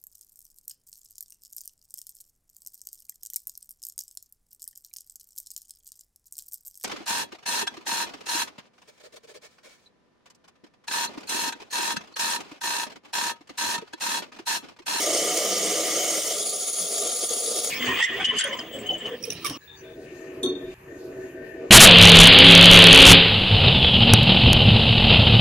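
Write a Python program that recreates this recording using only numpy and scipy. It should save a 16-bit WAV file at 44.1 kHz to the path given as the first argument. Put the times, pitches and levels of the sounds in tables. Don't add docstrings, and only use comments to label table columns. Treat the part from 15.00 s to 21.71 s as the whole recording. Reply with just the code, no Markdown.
import sys
import numpy as np
from scipy import signal
from scipy.io import wavfile

SR = 44100
rng = np.random.default_rng(int(sys.argv[2]) if len(sys.argv) > 2 else 0)


def store_wav(level_fs):
    pcm = np.round(np.clip(np.atleast_2d(level_fs), -1, 1) * 32767)
    wavfile.write(sys.argv[1], SR, pcm.T.astype(np.int16))


N = 295773

# time_s, level_db
HUM = [
    [(4.575, -69.5), (4.78, -57), (4.84, -44), (4.89, -44.5), (4.925, -42.5), (4.945, -53), (4.98, -40),
     (5.04, -41.5), (5.1, -44.5), (5.39, -40), (5.689, -41), (5.742, -46)],
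    [(5.742, -69), (5.84, -52.5), (5.92, -40), (6.068, -38.5), (6.2, -37), (6.25, -34), (6.31, -43.5),
     (6.4, -36.5), (6.51, -41.5), (6.65, -35.5), (6.707, -42)],
]
HUM_EDGES_HZ = [25, 210, 720, 1400, 3100, 13500]
# pitch_hz, width_hz, level_db
FAN = [(70, 115, -19), (132, 21, -16.5), (280, 30, -12.5), (346, 70, -9), (381.3, 4.6, -4.5),
       (461, 35, -10.5), (642.5, 9.4, -12.5), (567, 39, -19.5), (860, 230, -29), (1170, 450, -27.5),
       (1565, 5.4, -18), (1780, 180, -27.5), (2480, 450, -28.5), (3580, 320, -41), (4380, 1500, -41.5),
       (6650, 540, -37.5), (8900, 1300, -51.5), (12400, 1900, -43.5)]
# mean_level_db, share_of_hum_swing
FAN_REGIONS = [(-54, 0.31), (-45, 0.9), (-59.5, 0.21), (-55, 0.13), (-62, 0.085)]
# pitch_hz, level_db
FAN_TONES = [(378, -45), (647.5, -56.5), (1497, -68)]
# time_s, level_db
WHIR = [(4.6, -65), (4.85, -73), (5.1, -58.5), (5.25, -54), (5.39, -59), (5.46, -78), (5.63, -54),
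        (5.7, -64), (5.8, -83), (5.92, -50.5), (6.07, -70), (6.24, -51.5), (6.31, -56), (6.42, -51.5),
        (6.53, -46.5), (6.65, -60), (6.707, -56)]
WHIR_HZ, WHIR_WIDTH_HZ, WHIR_LEFT_DB = 1803, 120, 11
# time_s, level_db
WHINE = [(2.7, -46), (2.79, -39), (3.43, -68), (3.5, -57), (4.41, -56), (5.05, -75.5), (5.08, -98)]
WHINE_HZ, WHINE_DROP_DB = 15654, 10.5
# pitch_hz, side_minus_mid_db
SIDE_FAN = [(60, -46), (110, -45), (200, -40), (380, -21), (700, 6), (1290, -4.5), (2380, -1), (4400, 0.5),
            (8120, 1.5), (15000, -1)]

# pitch_hz, level_db, ring_t60_s
PART = [(3345, -18, 0.95), (3635, -3.5, 0.16), (4315, -23.5, 0.88), (6000, -31, 0.24), (6170, -21, 0.32),
        (6700, -39, .25), (7550, -41, 0.12), (8300, -24, 0.15), (9800, -22, 0.1), (10550, -27, .1),
        (11100, -23, 0.1)]
# start_s, level_db, share_of_ring_time, rise_ms, held_s, treble_db_per_octave
TOUCHES = [(5.43, -23, 0.17, 3.4, .012, 1), (5.449, -32, .2, 2, .004, 0),
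           (5.459, -26.5, 0.14, 2, 0.0034, -7), (5.468, -28, 0.3, 5, 0.037, -17),
           (5.524, -41, 0.34, 4, 0.0079, -20), (5.551, -39, 0.48, 3, 0.0068, -20)]
TREBLE_FROM_HZ = 4400
PAIR_APART = 0.005
PARTNER, PARTNER_T60_S = 0.36, 2.0
ROOM_DB, ROOM_BASE_S = -21.5, 0.98
CRACK_DB, CRACK_T60_S = -33, 0.11
SNAP_HZ, SNAP_WIDTH_HZ, SNAP_DB, SNAP_T60_S = 3970, 590, -35, 0.07
# pitch_hz, side_minus_mid_db
SIDE_CLINK = [(60, -16), (240, -22), (950, -4), (3770, -0.5), (15000, -3)]
# start_s, level_db, pitch_hz, length_s
SLIDE = [(4.674, -52, 3610, 0.083), (4.772, -59.5, 6080, 0.042), (4.83, -62, 3550, 0.12),
         (4.6, -59.5, 1690, 0.22), (4.61, -64, 4010, .03), (4.755, -65, 4600, 0.046),
         (5.43, -51, 1103, 0.086), (5.435, -55, 1340, 0.036), (5.436, -48, 6200, 0.028)]
# pitch_hz, width_hz, level_db
BENCH = [(277, 15.4, -0.5), (366, 7.1, 5.5), (444, 10.5, -6), (148, 48, -28), (580, 59, -40)]
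THUMP_S, THUMP_DB, THUMP_T60_S = 5.425, -21, 0.76
PART_END_S, FADE_OUT_S = 5.742, 0.012

# pitch_hz, width_hz, shallow_cut_db, deep_cut_db, binding_db, lifted_db
BODY = [(131, 106, -34, -34, -17, -5), (181.7, 6.5, -16.5, -27, -10.5, -2), (249, 49, -22.5, -15, -5, -2.5),
        (327.7, 21.3, -2, -7.5, -4.5, 3.5), (411.4, 18.6, 0, 0, -1, 2), (486, 61, -0.5, -1, -6, -11),
        (588, 39, -0.5, -4.5, -12.5, -10.5), (661, 21.3, 1, -1, -8.5, -15.5),
        (727.6, 10.4, 1.5, 1.5, -5, -25), (1096, 195, -16.5, -21, -14.5, -23),
        (1205.6, 25.6, -2.5, -3.5, -15.5, -15), (1338, 49, -8.5, -7.5, -22, -16),
        (1555, 84, -38, -43, -16, -30), (1800, 120, -21, -23.5, -11.5, -10.5),
        (2000, 75, -7, -17.5, -12, -37), (2182, 100, -5.5, -11, -16.5, -15),
        (2505, 250, -27, -18, -14.5, -9.5), (2842, 140, -10.5, -14.5, -5.5, -4.5),
        (3063, 85, -1.5, -15, -3, -12), (3150, 26, -4, -2, -7, -2), (3362, 80, -4.5, -3, -4.5, -18.5),
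        (3704, 370, -11.5, -8.5, -17, -7), (4550, 253, -8.5, -5, -15.5, -13),
        (5030, 150, -6.5, -8, -18, -11.5), (5525, 193, -3.5, -5.5, -24, -3),
        (6020, 180, -6, -15, -22.5, -16), (6515, 88, 2, 2.5, -12.5, -41), (6814, 200, -5, 0.5, -49, -50),
        (7520, 160, -4, -5, -17, -41), (8160, 170, -7, -4.5, -21, -22), (8930, 660, -1, -11, -53, -27),
        (9610, 59, 2.5, 5, -22, -4.5), (10150, 360, -9, -1.5, -73, -20),
        (11120, 1100, -15.5, -16.5, -47, -25), (13800, 1900, -26, -37, -29, -22),
        (14700, 430, -15.5, -11.5, -76, -40)]
LIFTED_S = [4.14, 4.22]
# pitch_hz, side_minus_mid_db
SIDE_BIND = [(60, -20), (110, -31), (200, -40), (380, -18), (700, -8), (1290, -4.5), (2380, -8), (4400, -1),
             (8120, -3.5), (15000, 5.5)]
# start_s, level_db, pitch_hz, length_s
GROAN = [(0.44, -47, 193, 0.28), (1.79, -50.5, 187, 0.08), (2.4, -39, 470, 0.12), (3.02, -38, 5560, 0.022),
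         (3.735, -38, 537, 0.053), (3.91, -35.5, 588, 0.045), (4.46, -46.5, 1107, 0.13),
         (2.71, -31.5, 2280, 0.055), (2.79, -39, 253, 0.14), (2.84, -30, 412, 0.023),
         (2.88, -38, 378, 0.058), (2.995, -37.5, 900, 0.016), (2.985, -42, 1208, 0.018),
         (3.1, -41.5, 388, 0.07), (3.32, -39, 420, 0.042), (3.52, -41, 996, 0.026),
         (3.57, -51, 6430, 0.025), (2.876, -32.5, 1030, 0.046), (2.877, -50, 1800, 0.041),
         (3.06, -33.5, 1853, 0.078), (3.175, -41, 700, .02), (3.196, -35.5, 770, 0.02),
         (3.196, -31.5, 1540, 0.012), (4.35, -51, 4000, .08), (4.2, -46, 479, .06),
         (3.303, -37.5, 1034, 0.014), (3.389, -35, 1534, 0.075), (3.441, -39, 563, 0.095),
         (3.446, -45.5, 1027, 0.16), (2.85, -41, 6650, 0.021), (2.74, -42.5, 5400, 0.035),
         (3.45, -48, 6340, 0.05), (3.721, -52.5, 7750, 0.042), (3.787, -47, 7700, 0.019),
         (3.899, -37, 745, 0.024), (3.927, -52, 6500, 0.018), (3.98, -51.5, 7600, 0.016),
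         (4.06, -38, 484, 0.096), (4.275, -34, 443, 0.019), (4.5, -40.5, 288, 0.09)]
GROAN_WIDTH = 0.12
# start_s, crack_db, brightness_db_per_octave, ring_pitch_hz, ring_db, rise_ms
KNOCK = [(3.025, -29, 2, 1950, -13, 1), (3.385, -22, 10, 6340, -19.5, 1.2), (3.397, -27, 4, 7950, -21, 1.6),
         (3.409, -16.5, 7, 1500, -28, 1), (3.248, -30, 8, 5870, -22, 2.7), (3.381, -34, 3, 4800, -25, 3),
         (3.439, -24, 12, 9550, -14, 2), (3.529, -35, 6, 2000, -24, 1.2), (3.592, -40, 4, 4970, -23, 1.7),
         (4.454, -40, -2, 1138, -24, 2.5), (3.589, -34, 3, 1890, -29, 1.5), (4.226, -42, 8, 5570, -31, 1.1),
         (4.238, -47, -2, 2430, -28.5, 2), (4.243, -47, 5, 6000, -30, 1), (4.303, -36, 1, 2910, -26, 1.4),
         (4.325, -42, 6, 2520, -30, 1.4), (4.446, -25.5, 7, 5800, -29, 1.4),
         (4.447, -40, 5, 2280, -26, 1.5), (4.236, -38, 11, 5470, -17, 3.1),
         (4.25, -35.5, 9.5, 10000, -30, 2), (4.302, -28, 7, 6070, -13, 1.6), (4.304, -44, 10, 9600, -31, 2),
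         (4.304, -46, 9, 13000, -38, 1.5), (4.315, -36, 6, 5700, -32, 1), (4.227, -46, 6, 8600, -38, 1.5),
         (3.473, -40, 8, 9600, -31, 1.4), (4.322, -29, 0, 5550, -23, 1.6), (4.33, -40, 8, 9900, -27, 1.3),
         (4.444, -26, 8, 1180, -20.5, 2.6), (4.453, -25, 7, 2275, -23, 2.1),
         (4.461, -18, 4, 9760, -31, 1.3), (4.466, -20, 5.5, 5600, -27, 2.5),
         (4.497, -26, 6, 5440, -33, 0.86), (4.503, -36.5, -6, 3180, -26, 5)]
BOUND_DULL_HZ = 10000
# start_s, squeal_db, start_pitch_hz, end_pitch_hz, length_s, rise_ms, rasp_db, rasp_brightness_db_per_octave
SNATCH = [(2.823, -28, 2080, 2100, .012, 6, -36, 4), (2.888, -31, 3080, 3090, 0.0071, 3, -37, 0),
          (2.86, -40, 3270, 3320, 0.024, 6.6, -30, -4.5), (2.867, -29, 2954, 3035, 0.026, 6, -39, -7),
          (2.875, -28, 1850, 1870, 0.062, 8, -42, -5), (2.918, -28.5, 2430, 2460, 0.045, 4.9, -43, -6.5),
          (2.963, -31, 2970, 3070, 0.042, 8, -28, 3), (2.996, -24, 1732, 1890, 0.024, 8, -24.5, 3),
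          (3.001, -27, 2600, 2680, 0.013, 4, -40, 3), (3.018, -30, 3440, 3530, 0.03, 5.7, -21, 6.5),
          (3.035, -18.5, 1820, 2040, 0.017, 4.5, -28, 5), (3.076, -28, 2050, 2010, .005, 3, -35, 5),
          (3.134, -25.5, 1880, 1940, 0.015, 4, -33, -1), (3.197, -24.5, 2300, 2280, 0.007, 4.4, -28, 7),
          (3.241, -19, 2967, 2940, 0.017, 2.4, -19.5, 5.5), (3.242, -20.5, 3180, 3125, 0.015, 3, -45, 5),
          (3.265, -24.5, 3050, 3000, 0.034, 3, -38.5, -4.5), (3.293, -22, 3030, 2990, 0.017, 8, -37, -1.5),
          (3.358, -27, 3030, 3000, 0.02, 8, -26, 11.5), (3.38, -25.5, 3010, 2980, 0.012, 4.4, -18, 10),
          (3.393, -27, 3020, 2990, 0.007, 3, -14, 6), (3.413, -25, 3100, 3050, 0.0063, 2, -19, 3),
          (3.435, -24.5, 3170, 3220, 0.013, 4.4, -29, 10), (3.518, -31, 3010, 3050, 0.028, 3.7, -30, 3),
          (3.585, -32.5, 3010, 3100, 0.026, 3, -36, -5), (3.725, -38.5, 3040, 3000, 0.041, 7.4, -56, -8),
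          (3.858, -31, 2980, 3040, 0.018, 4, -36, 7), (3.888, -22, 3080, 3005, 0.029, 4, -36.5, -4.5),
          (3.928, -25, 3010, 3020, 0.028, 5, -42, 2), (4.003, -36, 3000, 3000, 0.019, 7.1, -46, 0),
          (4.048, -26, 3020, 3024, 0.02, 14, -34, -5.5)]
SQUEAL_FLUTTER_DB, LET_GO_T60_S = 2.2, 0.06
# time_s, level_db
GRIP = [(2.7, -36.5), (2.79, -36.5), (2.835, -26.5), (2.88, -26), (2.96, -28.5), (3.0, -23), (3.054, -32),
        (3.12, -35.5), (3.22, -32.5), (3.388, -32.5), (3.44, -31), (3.53, -37), (3.6, -38), (3.66, -43.5),
        (3.8, -43.5), (3.936, -49), (4.02, -41), (4.198, -44), (4.406, -36.5), (4.526, -31), (4.575, -38.5)]
BIND_EDGES_HZ = [40, 850, 1600, 2700, 3700, 8500, 12300, 15800]
# binding_db, lifted_db, share_of_grip_swing, bass_drop_loss_db, extra_at_start_db
BIND_REGIONS = [(-39, -46, 0.078, 16.5, -1.5), (-46.5, -51, 0.94, 12, -7), (-39, -50.5, 1, 0.5, 0.5),
                (-38.5, -46, 0.84, -0.5, 0), (-48, -52.5, 0.75, 8, 19.5), (-54, -66, 0.43, 5, 25),
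                (-66.5, -68, .2, 4, 34)]
SETTLE_S = 0.093
# start_s, length_s
BASS_DROP = [(3.017, 0.053), (3.253, 0.044), (3.389, 0.033)]
DROP_FALL_S, DROP_RISE_S = 0.012, 0.045

# start_s, level_db, ring_pitch_hz
CHIPS = [(0.0564, -21, 6630), (0.367, -14, 6500), (1.1528, -19, 6140), (1.231, -18.5, 6250),
         (1.6795, -27, 10100), (1.7793, -17, 9900), (1.922, -21, 10040), (1.9765, -16.5, 7450),
         (2.0659, -16, 6650), (2.1124, -19, 6550), (2.2867, -19, 6700), (2.3284, -15.5, 9700),
         (2.5556, -18, 6610), (2.6408, -14, 9780)]
CHIP_CRACK_DB, CHIP_RING_DB, CHIP_BUILD_S, CHIP_T60_S = -1, -10, 0.0076, 0.02
# time_s, level_db
FEED = [(0.0, -30), (0.01, -31), (0.1, -26), (0.31, -28.5), (1.17, -30.5), (1.24, -36), (1.31, -32.5),
        (1.71, -42), (2.03, -32), (2.2, -39), (2.24, -29.5), (2.27, -45), (2.32, -30), (2.34, -37),
        (2.51, -32.5), (2.7, -34.5)]
CUT_EDGES_HZ = [135, 790, 3300, 8500, 11000, 16000]
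# shallow_cut_db, deep_cut_db, share_of_feed_swing
CUT_REGIONS = [(-35, -34.5, 0.94), (-37.5, -41, 0.49), (-28, -30.5, 0.32), (-34, -31, 0.074),
               (-39, -44, 0.067)]
DEEPER_S = [1.29, 1.46]
TURNS_PER_S = 14.6
DEEP_THROB = 0.97
# pitch_hz, side_minus_mid_db
SIDE_DRILL = [(60, -21), (110, -24), (200, -47), (380, -68), (700, -31), (1290, -16), (2380, -7),
              (4400, -7), (8120, -5), (15000, -3)]

SAME_PATH = 0.4
# time_s, left_minus_right_db
LEAN = [(0, -1), (2.4, 1), (3.0, 0), (4.1, 2), (4.25, -6), (4.57, -0.5), (4.7, 4.5), (5.3, 7), (5.5, 3.5),
        (5.9, 2), (6.71, 5)]
LEAN_FROM_HZ = 1200
CUTOFF_HZ = 15850


def amp(db):
    return 10 ** (np.asarray(db) / 20)


def unit(x):
    return x / np.sqrt(np.mean(x ** 2) + 1e-20)


def span(rows):
    s, *columns = np.transpose(rows)
    at = np.arange(round(s[0] * SR), min(round(s[-1] * SR), N))
    return slice(at[0], at[-1] + 1), [np.interp(at / SR, s, c) for c in columns]


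def drift(rate, size):
    r = np.exp(-80 * np.pi * rate / SR)
    noise = rng.standard_normal(size // 40 + 502)
    slow = signal.lfilter([1], [1, -2 * r, r * r], noise)[500:]
    return np.interp(np.arange(size) / 40, np.arange(len(slow)), unit(slow))


def resonate(x, hz, width_hz):
    r = np.exp(-np.pi * width_hz / SR)
    feedback = [1, -2 * r * np.cos(2 * np.pi * hz / SR), r * r]
    return signal.lfilter([(1 - r * r) / 2, 0, (r * r - 1) / 2], feedback, x + 1e-18)


def resonate_twice(x, hz, width_hz):
    return resonate(resonate(x, hz, width_hz), hz, width_hz)


def lowpass(x, order, hz):
    return signal.sosfilt(signal.butter(order, hz, fs=SR, output="sos"), x)


def spread(mid, side, hz, side_table):
    table_hz, table_db = np.transpose(side_table)
    s = amp(np.interp(np.log(hz), np.log(table_hz), table_db))
    return np.array([mid + s * side, mid - s * side])


def tearing(size, grain_db):
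    grains = np.minimum(rng.exponential(1, (2, size)), 4)
    return rng.standard_normal((2, size)) * amp(grain_db * grains)


def rubbed(force, modes, edges_hz, levels_db, side_table, flicker_db, flicker_rate, fill_db):
    out = 0
    for low, high, level_db in zip(edges_hz, edges_hz[1:], levels_db):
        region = 0
        for k, (hz, width_hz, db) in enumerate(modes):
            if low <= hz < high:
                turned = np.roll(force, 9973 * k, axis=1)
                lead_in = np.hstack([turned[:, -6000:], turned])
                rung = resonate(lead_in, hz, width_hz)[:, 6000:]
                late = np.roll(rung[0], round(SR / hz / 4))
                rung[1] = SAME_PATH * late + np.sqrt(1 - SAME_PATH ** 2) * rung[1]
                flicker = flicker_db * drift(flicker_rate, force.shape[1])
                region = region + amp(db + flicker) * spread(*rung, hz, side_table)
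        band = signal.butter(4, [low, high], "band", fs=SR, output="sos")
        fill = spread(*signal.sosfilt(band, force), np.sqrt(low * high), side_table)
        region = unit(signal.sosfilt(band, region)) + amp(fill_db) * unit(fill)
        out = out + amp(level_db) * unit(region)
    return out


def sung(rows, side_table, width, dying_s):
    out = np.zeros((2, N))
    t = np.arange(20000) / SR
    for s, db, hz, length in rows:
        at = round(s * SR)
        swell = np.minimum(t / (0.093 * length), 1) * amp(-60 * np.maximum(t - length, 0) / dying_s)
        noise = resonate_twice(rng.standard_normal((2, 22000)), hz, width * hz)[:, 2000:]
        out[:, at:at + 20000] += amp(db) * swell * spread(*unit(noise), hz, side_table)
    return out


def squeal(hz, size, waver=0.0039, glide=1):
    wander = 1 + waver * drift(39, size) + 0.01 * drift(260, size)
    phase = 2 * np.pi * np.cumsum(hz * glide * wander) / SR
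    tone = amp(SQUEAL_FLUTTER_DB * drift(120, size)) * np.sin(phase)
    return spread(tone, np.roll(tone, 3) * drift(30, size), hz, SIDE_BIND)


def ring_body(out, s, db, bright_db, force, narrow, scatter_db):
    at = round(s * SR)
    force = np.pad(force, ((0, 0), (0, 3000)))
    for (hz, width_hz, _, _, bound_db, free_db), luck in zip(BODY, rng.standard_normal(len(BODY))):
        mode_db = bound_db if s < LIFTED_S[1] else free_db
        gain = amp(db + mode_db + bright_db * np.log2(hz / 3000) + scatter_db * luck)
        rung = spread(*resonate(force, hz, width_hz * narrow), hz, SIDE_BIND)
        out[:, at:at + force.shape[1]] += gain * rung
    return out


def bass_drop(where):
    t = np.arange(where.start, where.stop) / SR
    return sum(np.interp(t - s, [-DROP_FALL_S, 0, length, length + DROP_RISE_S], [0, 1, 1, 0])
               for s, length in BASS_DROP)


def fan():
    out = np.zeros((2, N))
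    mean_db = np.mean([db for rows in HUM for _, db in rows])
    for rows in HUM:
        where, (hum_db,) = span(rows)
        size = len(hum_db)
        swing_db = hum_db - mean_db
        levels_db = [db + share * swing_db for db, share in FAN_REGIONS]
        air = rng.standard_normal((2, size))
        out[:, where] = rubbed(air, FAN, HUM_EDGES_HZ, levels_db, SIDE_FAN,
                               flicker_db=3.35, flicker_rate=4.3, fill_db=-46)
        t = np.arange(size) / SR
        for hz, db in FAN_TONES:
            level = amp(db + swing_db + 1.5 * drift(5.0, size))
            out[:, where] += level * np.sin(2 * np.pi * hz * t + 0.18 * drift(3.5, size))
    return out


def whir():
    where, (db,) = span(WHIR)
    out = np.zeros((2, N))
    air = resonate_twice(rng.standard_normal((2, len(db))), WHIR_HZ, WHIR_WIDTH_HZ)
    left, right = amp(db) * unit(air)
    out[:, where] = [left * amp(WHIR_LEFT_DB / 2), (0.37 * left + 0.53 * right) * amp(-WHIR_LEFT_DB / 2)]
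    return out


def whine():
    where, (db,) = span(WHINE)
    out = np.zeros(N)
    tone = unit(resonate_twice(rng.standard_normal(len(db)), WHINE_HZ, 15.0))
    out[where] = amp(db - WHINE_DROP_DB * bass_drop(where)) * tone
    return out


def slides():
    return sung(SLIDE, SIDE_FAN, width=0.049, dying_s=0.082)


def thump():
    out = np.zeros((2, N))
    t = np.arange(round(0.4 * SR)) / SR
    boom = sum(amp(db) * resonate(rng.standard_normal(len(t) + 4000), hz, width_hz)[4000:]
               for hz, width_hz, db in BENCH)
    boom = lowpass(boom, 4, 900)
    shape = np.minimum(t / 0.021, 1) * amp(THUMP_DB - 60 * t / THUMP_T60_S)
    out[:, round(THUMP_S * SR):][:, :len(t)] = unit(boom) * shape
    return out


def clinks():
    out = np.zeros((2, N))
    t = np.arange(round(0.35 * SR)) / SR
    size, first = len(t), round(TOUCHES[0][0] * SR)
    band = signal.butter(6, [5600, 11600], "band", fs=SR, output="sos")
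    tick = signal.sosfilt(band, rng.standard_normal((2, size)))
    out[:, first:][:, :size] = amp(CRACK_DB - 60 * t / CRACK_T60_S) * spread(*tick, 8000, SIDE_FAN)
    snap = resonate_twice(rng.standard_normal(size), SNAP_HZ, SNAP_WIDTH_HZ)
    snap = np.minimum(t / 0.003, 1) * snap
    out[:, first:][:, :size] += amp(SNAP_DB - 60 * t / SNAP_T60_S) * snap
    for s, db, share, rise_ms, held, treble_db in TOUCHES:
        sound = 0
        for hz, mode_db, t60 in PART:
            phase = rng.uniform(0, 2 * np.pi, (2, 1))
            partner = PARTNER * amp(-60 * t / PARTNER_T60_S)
            pair = np.sin(2 * np.pi * hz * t + phase)
            pair = pair + partner * np.sin(2 * np.pi * hz * (1 + PAIR_APART) * t + phase)
            own_fade = amp(-60 * np.maximum(t - held, 0) / t60 / share)
            room_t60 = (ROOM_BASE_S * 3640 / max(hz, 3640)) ** 1.7
            room_fade = amp(ROOM_DB - 60 * t / room_t60 + 5 * drift(30, size))
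            rough_db = 1.5 * drift(60, size) + 3.5 * abs(np.log2(hz / 3640)) * drift(160, size)
            slope_db = treble_db * np.log2(max(hz / TREBLE_FROM_HZ, 1))
            level = amp(db + mode_db + rough_db + slope_db)
            sound = sound + level * (own_fade + room_fade) * spread(*pair, hz, SIDE_CLINK)
        out[:, round(s * SR):][:, :size] += sound * np.minimum(1000 * t / rise_ms, 1)
    return out


def groans():
    return sung(GROAN, SIDE_BIND, width=GROAN_WIDTH, dying_s=0.1)


def knocks():
    out = np.zeros((2, N))
    t = np.arange(4000) / SR
    for s, db, bright_db, hz, ring_db, rise_ms in KNOCK:
        at = round(s * SR)
        rise = np.sin(np.pi / 2 * np.minimum(1000 * t / max(1.6 * rise_ms, 0.1), 1)) ** 2
        rattle = amp(-18 - 60 * t / 0.15)
        crack = rise * (np.exp(-t / 0.0019) + rattle) * tearing(4000, 2.3)
        out = ring_body(out, s, db + 11.5, bright_db, crack, narrow=1.2, scatter_db=2.5)
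        ring = rise * amp(ring_db - 60 * t / (0.014 + 59.0 / hz))
        out[:, at:at + 4000] += ring * squeal(hz, 4000, waver=0.026)
    lifted = round(LIFTED_S[0] * SR)
    out[:, :lifted] = lowpass(out[:, :lifted], 8, BOUND_DULL_HZ)
    return lowpass(out, 2, 11000)


def snatches():
    out, rasps = np.zeros((2, N)), np.zeros((2, N))
    t = np.arange(7000) / SR
    for s, db, start_hz, end_hz, length, rise_ms, rasp_db, bright_db in SNATCH:
        at = round(s * SR)
        past = np.maximum(t - length, 0)
        hold = np.minimum(1000 * t / max(rise_ms, 0.5), 1) * amp(-60 * past / LET_GO_T60_S)
        swell = np.minimum(t / 0.0089, 1) * amp(1.6 * drift(60, 7000))
        rasp = hold * swell * unit(tearing(7000, 3.1))
        rasps = ring_body(rasps, s, rasp_db + 5.0, bright_db, rasp, narrow=0.6, scatter_db=3.0)
        glide = np.interp(t, [0, length], [1, end_hz / start_hz])
        out[:, at:at + 7000] += amp(db) * hold * squeal(start_hz, 7000, glide=glide)
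    return out + lowpass(rasps, 8, 10100)


def bind():
    where, (grip_db,) = span(GRIP)
    size, out = len(grip_db), np.zeros((2, N))
    begin = np.exp(-np.arange(size) / SR / SETTLE_S)
    drop = bass_drop(where)
    swing_db = grip_db - grip_db.mean()
    free = np.interp(np.arange(where.start, where.stop) / SR, LIFTED_S, [0, 1])
    modes = [(hz, width_hz, bound_db + free * (free_db - bound_db))
             for hz, width_hz, _, _, bound_db, free_db in BODY]
    levels_db = [bound_db + free * (free_db - bound_db) + share * swing_db - drop_db * drop + begin_db * begin
                 for bound_db, free_db, share, drop_db, begin_db in BIND_REGIONS]
    rub = rubbed(tearing(size, 1.6), modes, BIND_EDGES_HZ, levels_db, SIDE_BIND,
                 flicker_db=3.4, flicker_rate=16.7, fill_db=-17)
    uneven_db = 0.86 * drift(7.2, size) + 0.82 * drift(86, size)
    out[:, where] = amp(uneven_db) * rub
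    return out


def chips():
    out = np.zeros((2, N + 6000))
    t = np.arange(2500) / SR
    shape = np.minimum(t / CHIP_BUILD_S, 1) * amp(-60 * np.maximum(t - CHIP_BUILD_S, 0) / CHIP_T60_S)
    for s, db, hz in CHIPS:
        burst = shape * unit(tearing(2500, 1.8))
        rung = sum(amp(deep_db) * spread(*resonate(burst, mode_hz, width_hz), mode_hz, SIDE_DRILL)
                   for mode_hz, width_hz, _, deep_db, _, _ in BODY if 1000 < mode_hz < 11000)
        ring = shape * squeal(hz, 2500, waver=0.021)
        out[:, round(s * SR):][:, :2500] += amp(db + CHIP_CRACK_DB) * rung + amp(db + CHIP_RING_DB) * ring
    return out[:, :N]


def cut():
    where, (feed_db,) = span(FEED)
    size, out = len(feed_db), np.zeros((2, N))
    turn = 2 * np.pi * np.cumsum(TURNS_PER_S * (1 + 0.033 * drift(2.5, size))) / SR
    deep = np.interp(np.arange(size) / SR, DEEPER_S, [0, 1])
    throb_db = 0.36 * np.sin(turn) + 0.35 * np.sin(2 * turn + 0.5) + 0.49 * drift(53, size)
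    throb_db = (1 + DEEP_THROB * deep) * throb_db
    swing_db = feed_db - feed_db.mean()
    modes = [(hz, width_hz, shallow_db + deep * (deep_db - shallow_db))
             for hz, width_hz, shallow_db, deep_db, _, _ in BODY]
    levels_db = [shallow_db + deep * (deep_db - shallow_db) + share * swing_db
                 for shallow_db, deep_db, share in CUT_REGIONS]
    torn = rubbed(tearing(size, 2.53), modes, CUT_EDGES_HZ, levels_db, SIDE_DRILL,
                  flicker_db=1.83, flicker_rate=15.8, fill_db=-22.0)
    out[:, where] = amp(throb_db) * torn
    return out


def scene():
    t = np.arange(N) / SR
    drill = cut() + chips() + bind() + snatches() + groans() + knocks()
    drill[:, round(GRIP[-1][0] * SR):] = 0
    part = clinks() + slides() + thump()
    part = part * np.interp(t, [PART_END_S - FADE_OUT_S, PART_END_S], [1, 0])
    whole = drill + fan() + part + whine()
    bass = lowpass(whole, 1, LEAN_FROM_HZ)
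    lean_db = np.interp(t, *np.transpose(LEAN))
    return bass + (whole - bass) * amp([lean_db / 2, -lean_db / 2]) + whir()


def record(dry):
    return signal.sosfilt(signal.ellip(12, 0.5, 70, CUTOFF_HZ, fs=SR, output="sos"), dry)


dry = scene()
out = record(dry)
store_wav(out)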